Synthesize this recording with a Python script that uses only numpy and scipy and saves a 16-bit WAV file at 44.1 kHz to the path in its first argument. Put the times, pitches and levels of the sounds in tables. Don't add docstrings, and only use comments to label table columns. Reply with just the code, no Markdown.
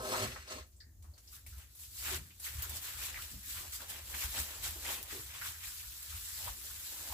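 import sys
import numpy as np
from scipy import signal
from scipy.fft import rfft, irfft
from scipy.io import wavfile
from scipy.ndimage import uniform_filter1d

SR = 44100
rng = np.random.default_rng(int(sys.argv[2]) if len(sys.argv) > 2 else 0)


def rack_gain(trim_db):
    fader = np.asarray(trim_db, float)
    return 10 ** (fader / 20)


def wav_record(signal):
    frames = np.transpose(np.atleast_2d(signal))
    bounded = np.clip(frames, -1, 1)
    quanta = np.round(bounded * 32767).astype(np.int16)
    wavfile.write(sys.argv[1], SR, quanta)


N = 314770
LEFT_LAG = 5
SNAP_TICK = 2.2


def evened(x):
    return x / np.sqrt(np.mean(x ** 2) + 1e-20)


def read(points, hz):
    f, value = np.transpose(points)
    return np.interp(np.log(hz + 1), np.log(f + 1), value)


def played(rows):
    s, *columns = np.transpose(rows)
    return [np.interp(np.arange(N) / SR, s, c) for c in columns]


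def coloured(x, points):
    hz = np.fft.rfftfreq(N, 1 / SR)
    return evened(irfft(rfft(x) * rack_gain(read(points, hz)), N))


def band(x, lo_hz, hi_hz):
    return evened(signal.sosfilt(signal.butter(3, [lo_hz, hi_hz], "band", fs=SR, output="sos"), x))


def resonate(x, hz, width):
    turn = np.exp(2j * np.pi * hz * np.arange(x.shape[-1]) / SR)
    r = np.exp(-np.pi * width / SR)
    return 2 * (turn * signal.lfilter([1 - r], [1, -r], x / turn)).real


def grains(per_s, spread_db, clump_db):
    starts = rng.exponential(1, N) * (rng.random(N) < 45 / SR)
    clumps = evened(signal.lfilter([1], [1, -np.exp(-1 / (0.0057 * SR))], starts))
    size = rack_gain(spread_db * np.minimum(rng.exponential(1, N), 3.5) + clump_db * np.minimum(clumps, 3.))
    return evened(size * rng.choice([-1., 1.], N) * (rng.random(N) < per_s / SR))


def scattered(slips, lag, spread):
    at = np.arange(N) + np.round(lag + spread * rng.laplace(size=N)).astype(int)
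    return np.array([np.bincount(np.clip(at, 0, N - 1), slips, N), slips])


# frequency in Hz, left-right correlation from 0 to 1.
LIKENESS = [(60, .99), (150, .92), (300, .86), (500, .74), (800, .4), (1300, .1), (2500, 0), (16000, 0)]


def diffuse(pair):
    same = np.clip(read(LIKENESS, np.fft.rfftfreq(N, 1 / SR)), -1, 1)
    left, other = rfft(pair)
    right = irfft(same * left + np.sqrt(1 - same ** 2) * other, N)
    return np.array([np.roll(pair[0], LEFT_LAG), right])


def shed(direct, air, t60, direct_db, wet_db):
    keep = 10 ** (-6 / (t60 * SR))
    stored = np.sqrt(signal.lfilter([1 - keep], [1, -keep], direct[1] ** 2))
    return rack_gain(direct_db) * direct + rack_gain(wet_db) * stored * air


def patchy(x, depth_db):
    z = signal.stft(x, nperseg=256, noverlap=192)[2]
    patches = rng.standard_normal(z.shape[1:])
    patches = uniform_filter1d(patches, size=3, axis=0)
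    patches = evened(uniform_filter1d(patches, size=20, axis=1))
    return signal.istft(z * rack_gain(depth_db * patches), nperseg=256, noverlap=192)[1][:, :N]


def hits(rows, tick, rise_s, lag):
    out = np.zeros((2, N + SR))
    t = np.arange(SR // 3) / SR
    for s, db, hz, t60, share in rows:
        blow = rng.standard_normal((2, len(t))) * rack_gain(-60 * t / t60) * (1 - np.exp(-t / rise_s))
        blow[[0, 1], [lag, 0]] += tick
        ring = resonate(resonate(blow, hz, share * hz), hz, share * hz)
        out[:, round(s * SR):][:, :len(t)] += rack_gain(db) * ring / abs(ring).max()
    return out[:, :N]


def swells(s, db, rise_s, fall_s):
    late = np.arange(0, N / SR + .002, .001)[:, None] - s
    return (rack_gain(db - 10 * np.maximum(late / fall_s, -late / rise_s)) ** 2).sum(axis=1)


def level(power):
    return np.interp(np.arange(N) / SR, np.arange(len(power)) / 1000, 10 * np.log10(power + 1e-14))


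# peak in seconds, air level in dB, rise of 10 dB in seconds,
# floor thud in dB against the air.
FOOTFALLS = [(-0.0, -51.5, 0.1, -1.66), (0.25, -61.5, 0.1, 19.5), (0.38, -51.5, 0.38, -1.5),
             (0.61, -52, 0.14, -31.5), (1.09, -51.5, 0.17, -25.5), (1.56, -48, 0.1, -21),
             (2.19, -45, 0.1771, -0.72), (2.59, -43, 0.0522, 1.8), (2.74, -47.5, 0.1, -18.5),
             (3.02, -53.5, 0.15, 3), (3.19, -47.5, 0.1056, -16.5), (3.36, -49, 0.1459, 1.2),
             (3.62, -51.5, 0.32, -26), (4.15, -50.5, 0.27, -6.5), (4.26, -39.5, 0.0174, -7.5),
             (4.39, -41.5, 0.01, -14), (4.69, -41, 0.0673, -13.5), (5.26, -54.5, 0.78, -2.5),
             (5.49, -53.5, 0.18, 1.2), (5.68, -51, 0.11, -27.5), (5.88, -53, 0.1, -17.5),
             (6.14, -47, 0.0453, -22.5), (6.5, -44.5, 0.12, -10), (6.79, -57, 0.3, -24.5),
             (7.15, -49.5, 0.0966, -22)]
FOOTFALL_FALL_S, STILL_DB, STILL_THUD_DB = 0.0542, -61.5, -7.5


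def footfalls():
    s, db, rise_s, thud_db = np.transpose(FOOTFALLS)
    air_db = level(swells(s, db, rise_s, FOOTFALL_FALL_S) + rack_gain(STILL_DB) ** 2)
    floor_power = swells(s, db + thud_db, rise_s, FOOTFALL_FALL_S)
    floor_db = level(floor_power + rack_gain(STILL_DB + STILL_THUD_DB) ** 2)
    return uniform_filter1d(air_db, size=1300), uniform_filter1d(floor_db - air_db, size=1300)


# frequency in Hz, density in dB per Hz.
HUM_SHAPE = [(12, -59), (25, -18), (50, 4), (70, 10.5), (95, 5.5), (156, -36.5), (200, -16.5), (260, -27),
             (440, -120)]


def hum():
    air_db, thud_db = footfalls()
    air = coloured(rng.standard_normal((2, N)), HUM_SHAPE)
    thud = rack_gain(thud_db - 5.5) * band(air, 104.2, 151.5)
    return rack_gain(air_db) * diffuse(air + thud)


# frequency in Hz, density in dB per Hz.
HISS_SHAPE = [(76, -27.5), (130, -14.5), (168, -19.5), (210, -26), (325, -20.5), (397, -28), (604, -31.5),
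              (900, -34.5), (3230, -50), (4300, -40), (6890, -28.5), (9110, -36), (15300, -29.5)]


def hiss():
    return rack_gain(-68.5) * diffuse(coloured(rng.standard_normal((2, N)), HISS_SHAPE))


# time in seconds, grit level of the slide in dB, nose pressure in dB.
PUSH_FIRST = [
    (0.0, -52.5, 7),
    (0.086, -43.5, 4.5),
    (0.138, -40, 1),
    (0.235, -40, 0),
    (0.275, -46, -5),
    (0.344, -52, -7.5),
    (0.366, -56, 2),
    (0.40, -56, -9),
    (0.43, -57, -10),
]
PUSH_SECOND = [
    (0.468, -57, -11),
    (0.482, -50, -5),
    (0.516, -44.5, 0),
    (0.588, -52, 0),
    (0.63, -64, 0),
    (0.672, -80, 2),
    (0.69, -95, -5),
]


def pushes():
    slide_db, press_db = played(PUSH_FIRST + PUSH_SECOND)
    dust_db = -3.7 - 14 * np.arange(N) / SR
    return slide_db + press_db, -press_db, dust_db - press_db


# frequency in Hz, width in Hz, level in dB.
BENDING_MODES = [(258.8, 25.6, -4), (391.5, 12.6, 6.5), (514.2, 27.7, 1.5), (619.5, 7.3, 7), (1040, 18, 0),
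                 (1277, 13.5, 3), (1517, 150, -7.5)]
RIM_MODES = [(2765, 63, -7.5), (4193, 150, -7.5), (4400, 116, -2), (5100, 80, -4), (5370, 104, -10.5),
             (6236, 320, -4), (7800, 170, 2.5)]
# frequency in Hz, density in dB per Hz.
GRIT = [(150, -23.5), (400, -4), (1300, 3.5), (2400, -8), (4500, -15.5), (7800, -16), (9200, -16.5),
        (15300, -25)]


def metal(drive):
    def ringing(modes):
        return evened(sum(rack_gain(db) * evened(resonate(drive, hz, w)) * np.sqrt(w) for hz, w, db in modes))

    bare = coloured(drive, GRIT)
    boom = evened(ringing(BENDING_MODES) + 0.603 * band(bare, 192, 1987))
    grit = evened(0.538 * ringing(RIM_MODES) + band(bare, 1633, 7900))
    dust = band(bare, 9000, 15050)
    return boom, grit, dust


def pan():
    t60 = 0.19
    boom_db, grit_db, dust_db = pushes()
    scrape = scattered(grains(per_s=3700., spread_db=1., clump_db=-2.), 2 * LEFT_LAG, spread=1.3)
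    boom, grit, dust = metal(scrape)
    boom_air, grit_air, dust_air = metal(diffuse(rng.standard_normal((2, N))))
    slide = shed(rack_gain(boom_db) * boom, boom_air, t60, -0.36, -7.0)
    slide += shed(rack_gain(boom_db + grit_db) * grit, grit_air, t60, -0.92, -1.62)
    slide += shed(rack_gain(boom_db + dust_db) * dust, dust_air, 0.79 * t60, -9.5, -0.71)
    return patchy(slide, depth_db=1.7)


# start in seconds, peak in dB, pitch in Hz, t60 in seconds,
# width as a share of the pitch.
TAPS = [(0.138, -27, 1040, 0.19, 0.89), (0.36, -36.5, 1373, 0.164, 1), (1.043, -59, 1003, 0.327, 1),
        (1.463, -50, 2180, 0.108, 0.46), (2.305, -50, 2500, 0.17, 0.7), (2.464, -37, 1930, 0.11, 0.36),
        (3.157, -37.5, 2070, 0.116, 0.28), (3.187, -41, 1376, 0.138, 0.27), (4.141, -34, 1800, 0.056, 1),
        (4.85, -36, 1870, 0.2, 0.76), (5.415, -33.5, 1560, 0.121, 0.56), (6.473, -37, 946, 0.143, 0.63),
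        (7.1, -43.5, 923, 0.44, 0.59)]


def taps():
    return hits(TAPS, tick=5.52, rise_s=0.00103, lag=LEFT_LAG)


# start in seconds, peak in dB, pitch in Hz, t60 in seconds,
# width as a share of the pitch.
THUDS = [(.222, -40, 233.5, 0.253, 0.43), (.24, -45, 113, 0.17, 0.48), (.553, -43.5, 268.5, 0.094, 0.426),
         (.86, -63, 178, 0.18, 0.85), (2.105, -44.5, 370, 0.19, 0.224), (2.15, -49, 133, 0.5, 1),
         (2.72, -53.5, 128, 0.152, 0.38), (3.325, -48.5, 189.8, .17, 0.405), (4.36, -49, 185, 0.25, 1),
         (5.12, -45, 350.7, 0.29, 0.45), (5.16, -53.5, 130, 0.185, 0.77)]


def thuds():
    return diffuse(hits(THUDS, tick=0.31, rise_s=0.0135, lag=0))


# start in seconds, peak in dB, # pitch
# in Hz, t60 in seconds, width as a share of the pitch.
SCUFFS = [(.316, -40, 2600, .08, 1), (.484, -42, 4250, .1, .4), (.66, -56, 12000, .4, .7),
          (.72, -62, 5500, .3, .8), (1.168, -62, 1500, .15, 1), (1.325, -56, 2400, .25, .6),
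          (1.365, -57, 1500, .15, .5), (1.495, -56, 2400, .35, .7), (1.83, -52, 2800, .2, .5),
          (1.93, -56, 2800, .15, .5), (1.98, -47, 2900, .2, .6), (2.255, -58, 1900, .2, .6),
          (2.4417, -41, 2870, .1, .6), (2.525, -46, 2100, .2, .7), (2.635, -45, 1300, .2, .7),
          (2.6948, -36, 7000, .05, 1), (2.935, -47, 1400, .2, .5), (3.013, -42, 2700, .15, .25),
          (3.495, -45, 2700, .15, .5), (3.63, -49, 850, .2, .5), (3.66, -49, 1900, .15, .7),
          (3.7223, -45, 2500, .15, .9), (3.795, -45, 1300, .2, .5), (3.8944, -43, 3270, .12, .7),
          (4.3409, -40, 2150, .15, .6), (4.6402, -38, 2660, .12, .8), (4.755, -50, 700, .2, .7),
          (5.195, -49, 1300, .2, .7), (5.545, -50, 1600, .15, .4), (5.6006, -47, 2120, .1, .5),
          (5.636, -43, 2370, .1, .5), (5.672, -45, 2200, .08, .6), (5.795, -45, 2600, .2, .6),
          (5.83, -52, 1400, .15, .5), (5.915, -49, 2700, .15, .5), (6.165, -47, 2600, .18, .5),
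          (6.395, -51, 800, .3, .6), (6.755, -48, 1900, .2, .7)]


def scuffs():
    return hits(SCUFFS, tick=3., rise_s=.004, lag=LEFT_LAG)


# start in seconds, peak in dB, pitch in Hz,
# t60 in seconds, width as a share of the pitch.
KIBBLE_LOW = [
    (0.8037, -54.5, 1786, 0.345, 0.208),
    (1.3259, -56, 1260, 0.3, 0.4),
    (1.5254, -56, 1454, 0.37, 0.4),
]
KIBBLE_HIGH = [
    (.762, -56, 7720, 0.39, 0.22),
    (.803, -45, 4600, 0.15, 0.22),
    (1.0236, -51, 8500, 0.25, 1),
    (1.137, -56, 4400, 0.215, 0.163),
    (1.275, -46.5, 5100, 0.154, 0.31),
]


def kibble():
    dull = hits(KIBBLE_LOW, tick=5.52, rise_s=0.00103, lag=LEFT_LAG)
    return dull + hits(KIBBLE_HIGH, SNAP_TICK, rise_s=0.00031, lag=0)


# peak in seconds, level in dB, rise and fall of 10 dB in seconds.
BRUSHES = [(1.35, -51.0, 0.045, 0.03), (1.468, -57, 0.004, 0.1944), (1.82, -51, 0.065, 0.08),
           (1.98, -46.5, 0.06, 0.168), (2.074, -42, 0.071, 0.0648), (2.167, -44.5, 0.1084, 0.01),
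           (2.453, -41.5, 0.03, 0.0482), (2.6, -50, 0.08, 0.012), (2.625, -44, 0.004, 0.05),
           (2.7, -49.5, 0.004, 0.14), (2.77, -41.5, 0.027, 0.0118), (2.843, -46, 0.0353, 0.1071),
           (3.058, -42.5, 0.125, 0.0554), (3.225, -46.5, 0.0754, 0.07), (3.318, -51.5, 0.0456, 0.06),
           (3.505, -44.5, 0.07, 0.11), (3.595, -47, 0.1472, 0.0365), (3.735, -43.5, 0.02, 0.0864),
           (3.894, -45.0, 0.0126, 0.1043), (4.227, -39.5, 0.076, 0.0425), (4.299, -48.5, 0.0153, 0.16),
           (4.396, -39.5, 0.0687, 0.053), (4.642, -38.5, 0.02, 0.0631), (4.926, -39.9, 0.1152, 0.05),
           (5.133, -46, 0.056, 0.162), (5.467, -44, 0.08, 0.0649), (5.646, -47, 0.047, 0.2969),
           (6.032, -52.5, 0.05, 0.0047), (6.485, -44, 0.5029, 0.04), (6.662, -48.5, 0.14, 0.11),
           (6.866, -47.5, 0.35, 0.98)]
# peak in seconds, scuff in dB, fall of 10 dB in seconds,
# weight in dB against the scuff.
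TREADS = [(1.606, -62.5, 0.072, -14.5), (2.075, -41, 0.0527, -13.5), (2.136, -40.5, 0.0261, -12.5),
          (2.481, -51, 0.0334, -15), (2.616, -49, 0.0567, -17), (2.726, -57, 0.0524, -1.13),
          (2.873, -50.5, 0.1214, -14.9), (3.045, -47.5, 0.12, -12.5), (3.198, -55, 0.11, -10.5),
          (3.572, -46.5, 0.04, -16), (3.649, -60, 0.01, 0.43), (3.735, -55.5, 0.02, -24),
          (3.818, -52.5, 0.0337, -5), (3.935, -49.5, 0.0825, -8.5), (4.153, -50.5, 0.08, -8.5),
          (4.222, -43.5, 0.0461, -12.5), (4.368, -43.5, 0.0473, -7), (4.508, -51.5, 0.12, -7.5),
          (4.659, -45.5, 0.0563, -9), (4.891, -43.5, 0.0793, -6.5), (5.118, -47.5, 0.054, -10),
          (5.351, -50.5, 0.1021, -14), (5.46, -47.0, 0.0551, -16), (5.64, -50, 0.0388, -22.5),
          (6.125, -52, 0.0438, -20), (6.461, -51, 0.045, -5), (6.713, -57.5, 0.02, -18),
          (7.071, -58.5, 0.244, -0.9)]
# time in seconds, level in dB, depth of the shifting in dB.
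BUSTLE = [(0.98, -80, -2), (1.28, -66, -2), (1.7, -72.5, -2), (1.9, -65.5, -3), (2.37, -66, -4),
          (2.54, -51.5, 0), (3.37, -62, -4), (3.68, -53.5, 0), (3.99, -65.5, -2), (4.09, -49, -2),
          (4.55, -50, -4), (5.03, -55.5, -8), (5.58, -55.5, -5), (5.96, -55.5, -3), (6.3, -54, -4),
          (6.58, -59, -2), (7.08, -51.5, -2), (7.14, -43, 0)]
# level in dB, for the crackle, slide, scuff and weight layers in turn.
BRUSH_MIX = [0, -2, -10.5, -34]
TREAD_MIX = [-6.5, -1.48, 0, 0]
BUSTLE_MIX = [0, -1.9, -7.5, -19]
# change in dB, for the same layers.
AT_EDGE_DB = [0, -.4, -5.5, -3]


def paws():
    brush = swells(*np.transpose(BRUSHES))
    s, db, fall_s, weight_db = np.transpose(TREADS)
    rise_s = 0.746 * fall_s
    scuff = swells(s, db, rise_s, fall_s)
    weight = swells(s, db + weight_db, rise_s, fall_s)
    ms = np.arange(len(brush))
    at_edge = ms < 1000 * 2.02
    when, bustle_db, depth_db = np.transpose(BUSTLE)
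    top = rack_gain(np.interp(ms / 1000, when, bustle_db)) ** 2
    deep = rack_gain(np.interp(ms / 1000, when, bustle_db + depth_db)) ** 2
    treads, bustles = (scuff, scuff, scuff, weight), (top, top, deep, deep)
    layers = []
    for a, edge_db, b, c, tread, bustle in zip(BRUSH_MIX, AT_EDGE_DB, TREAD_MIX, BUSTLE_MIX, treads, bustles):
        power = brush * rack_gain(a + edge_db * at_edge) ** 2
        power = power + tread * rack_gain(b) ** 2 + bustle * rack_gain(c) ** 2
        layers.append(level(power))
    return [layers[0]] + [layer - layers[0] for layer in layers[1:]]


# frequency in Hz, density in dB per Hz.
STRAW = [(88, -38), (150, -15), (345, -10), (452, -14), (518, -9), (692, -10), (925, -6), (1750, 0.5),
         (1970, -0.5), (6500, -0.68), (7750, 3), (8730, -4.5), (12400, 0.5), (15300, -2.5)]
# lower edge in Hz, upper edge in Hz.
STRAW_EDGES_HZ = [(8800, 16500), (3500, 8800), (950, 3500), (170, 950)]
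STRAW_T60 = [.09, .11, .14, .16]


def straw():
    spread = 4.
    crackle_db, *layers_db = paws()
    crowd = scattered(grains(per_s=2500., spread_db=2.6, clump_db=1.), LEFT_LAG, spread)
    air = coloured(diffuse(rng.standard_normal((2, N))), STRAW)
    out = np.zeros((2, N))
    for edges, rel_db, t60 in zip(STRAW_EDGES_HZ, [0] + layers_db, STRAW_T60):
        own = scattered(grains(per_s=1500., spread_db=1.0, clump_db=-0.5), LEFT_LAG, spread)
        direct = rack_gain(crackle_db + rel_db) * band(coloured(crowd + 0.81 * own, STRAW), *edges)
        out += shed(direct, band(air, *edges), t60, direct_db=-3., wet_db=-1.705)
    return patchy(out, depth_db=1.5)


# start in seconds, peak in dB, pitch in Hz, t60 in seconds,
# width as a share of the pitch.
PADS = [(1.12, -65, 500, .3, .9), (2.65, -55, 350, .2, .7), (3.305, -56, 220, .2, .6),
        (3.33, -64, 600, .2, .6), (3.46, -62, 260, .25, .6), (3.6, -56, 280, .2, .7),
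        (4.75, -52, 330, .2, .7), (4.975, -53, 330, .2, .7), (5.04, -54, 750, .15, .5),
        (5.17, -55, 380, .2, .6), (6.36, -58, 750, .25, .5), (6.56, -62, 300, .35, .7),
        (6.635, -61, 450, .2, .8)]


def pads():
    return diffuse(hits(PADS, tick=.3, rise_s=.015, lag=0))


# start in seconds, peak in dB, pitch in Hz, t60 in seconds,
# width as a share of the pitch.
SNAPS = [(1.1788, -47, 6340, 0.133, 1), (1.4642, -42, 11600, 0.093, 0.79),
         (1.5804, -43, 11800, 0.176, 0.96), (1.7508, -45, 11180, 0.103, 0.58),
         (1.7955, -41.5, 12100, 0.118, 0.48), (2.3987, -36.5, 9550, 0.112, 0.62),
         (2.439, -42.5, 13200, 0.122, 0.72), (2.6214, -28, 14800, 0.07, 0.3),
         (2.6282, -28, 14030, 0.067, 0.32), (2.6943, -29.5, 12670, 0.084, 0.72),
         (2.7585, -36.5, 12500, 0.098, 0.59), (3.724, -36, 7560, 0.103, 0.52),
         (3.895, -32.5, 10900, 0.114, 0.73), (4.8538, -32, 8090, 0.094, 0.8),
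         (6.0257, -39, 11600, 0.11, 0.5)]


def snaps():
    return hits(SNAPS, SNAP_TICK, rise_s=0.00031, lag=0)


# start in seconds, peak in dB, pitch in Hz,
# t60 in seconds, width as a share of the pitch.
CRACKS_LOW = [
    (3.144, -33.5, 2030, 0.036, 0.53),
    (3.177, -36.5, 1790, 0.029, 0.475),
    (3.223, -40, 2740, 0.0285, 0.325),
    (4.15, -34, 1790, 0.039, 0.7),
    (4.865, -32, 2500, 0.031, 0.56),
    (6.48, -39.5, 940, 0.042, 0.45),
    (7.124, -38.5, 935, 0.041, 0.43),
]
CRACKS_HIGH = [
    (2.1215, -35.5, 6000, 0.0114, .9),
    (2.145, -27, 5000, 0.0122, 0.98),
    (2.6212, -33, 7500, .04, 1),
    (4.149, -28.5, 9700, 0.0113, .9),
    (4.9066, -31, 12500, 0.011, 0.98),
    (5.0288, -36, 6500, 0.007, 0.9),
    (5.029, -26, 14500, .006, .4),
    (5.0327, -36, 9000, .02, 0.82),
    (5.035, -35.5, 13500, 0.038, 0.57),
]


def cracks():
    thick = hits(CRACKS_LOW, tick=8.2, rise_s=0.00196, lag=0)
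    return thick + hits(CRACKS_HIGH, SNAP_TICK, rise_s=0.000123, lag=0)


def scene():
    room = hum() + hiss()
    floor = pan() + taps() + thuds() + kibble() + pads()
    bedding = scuffs() + straw() + snaps() + cracks()
    return room + floor + bedding


def roll_off(x):
    return signal.sosfilt(signal.butter(12, 16770, fs=SR, output="sos"), x)


def record(dry):
    low_pass = signal.firwin(801, 15560, window=("kaiser", 6), fs=SR)
    limited = signal.oaconvolve(dry, low_pass[None], "same")
    mix = limited * rack_gain(np.array([[.4], [-.4]]))
    return roll_off(mix)


dry = scene()
out = record(dry)
wav_record(out)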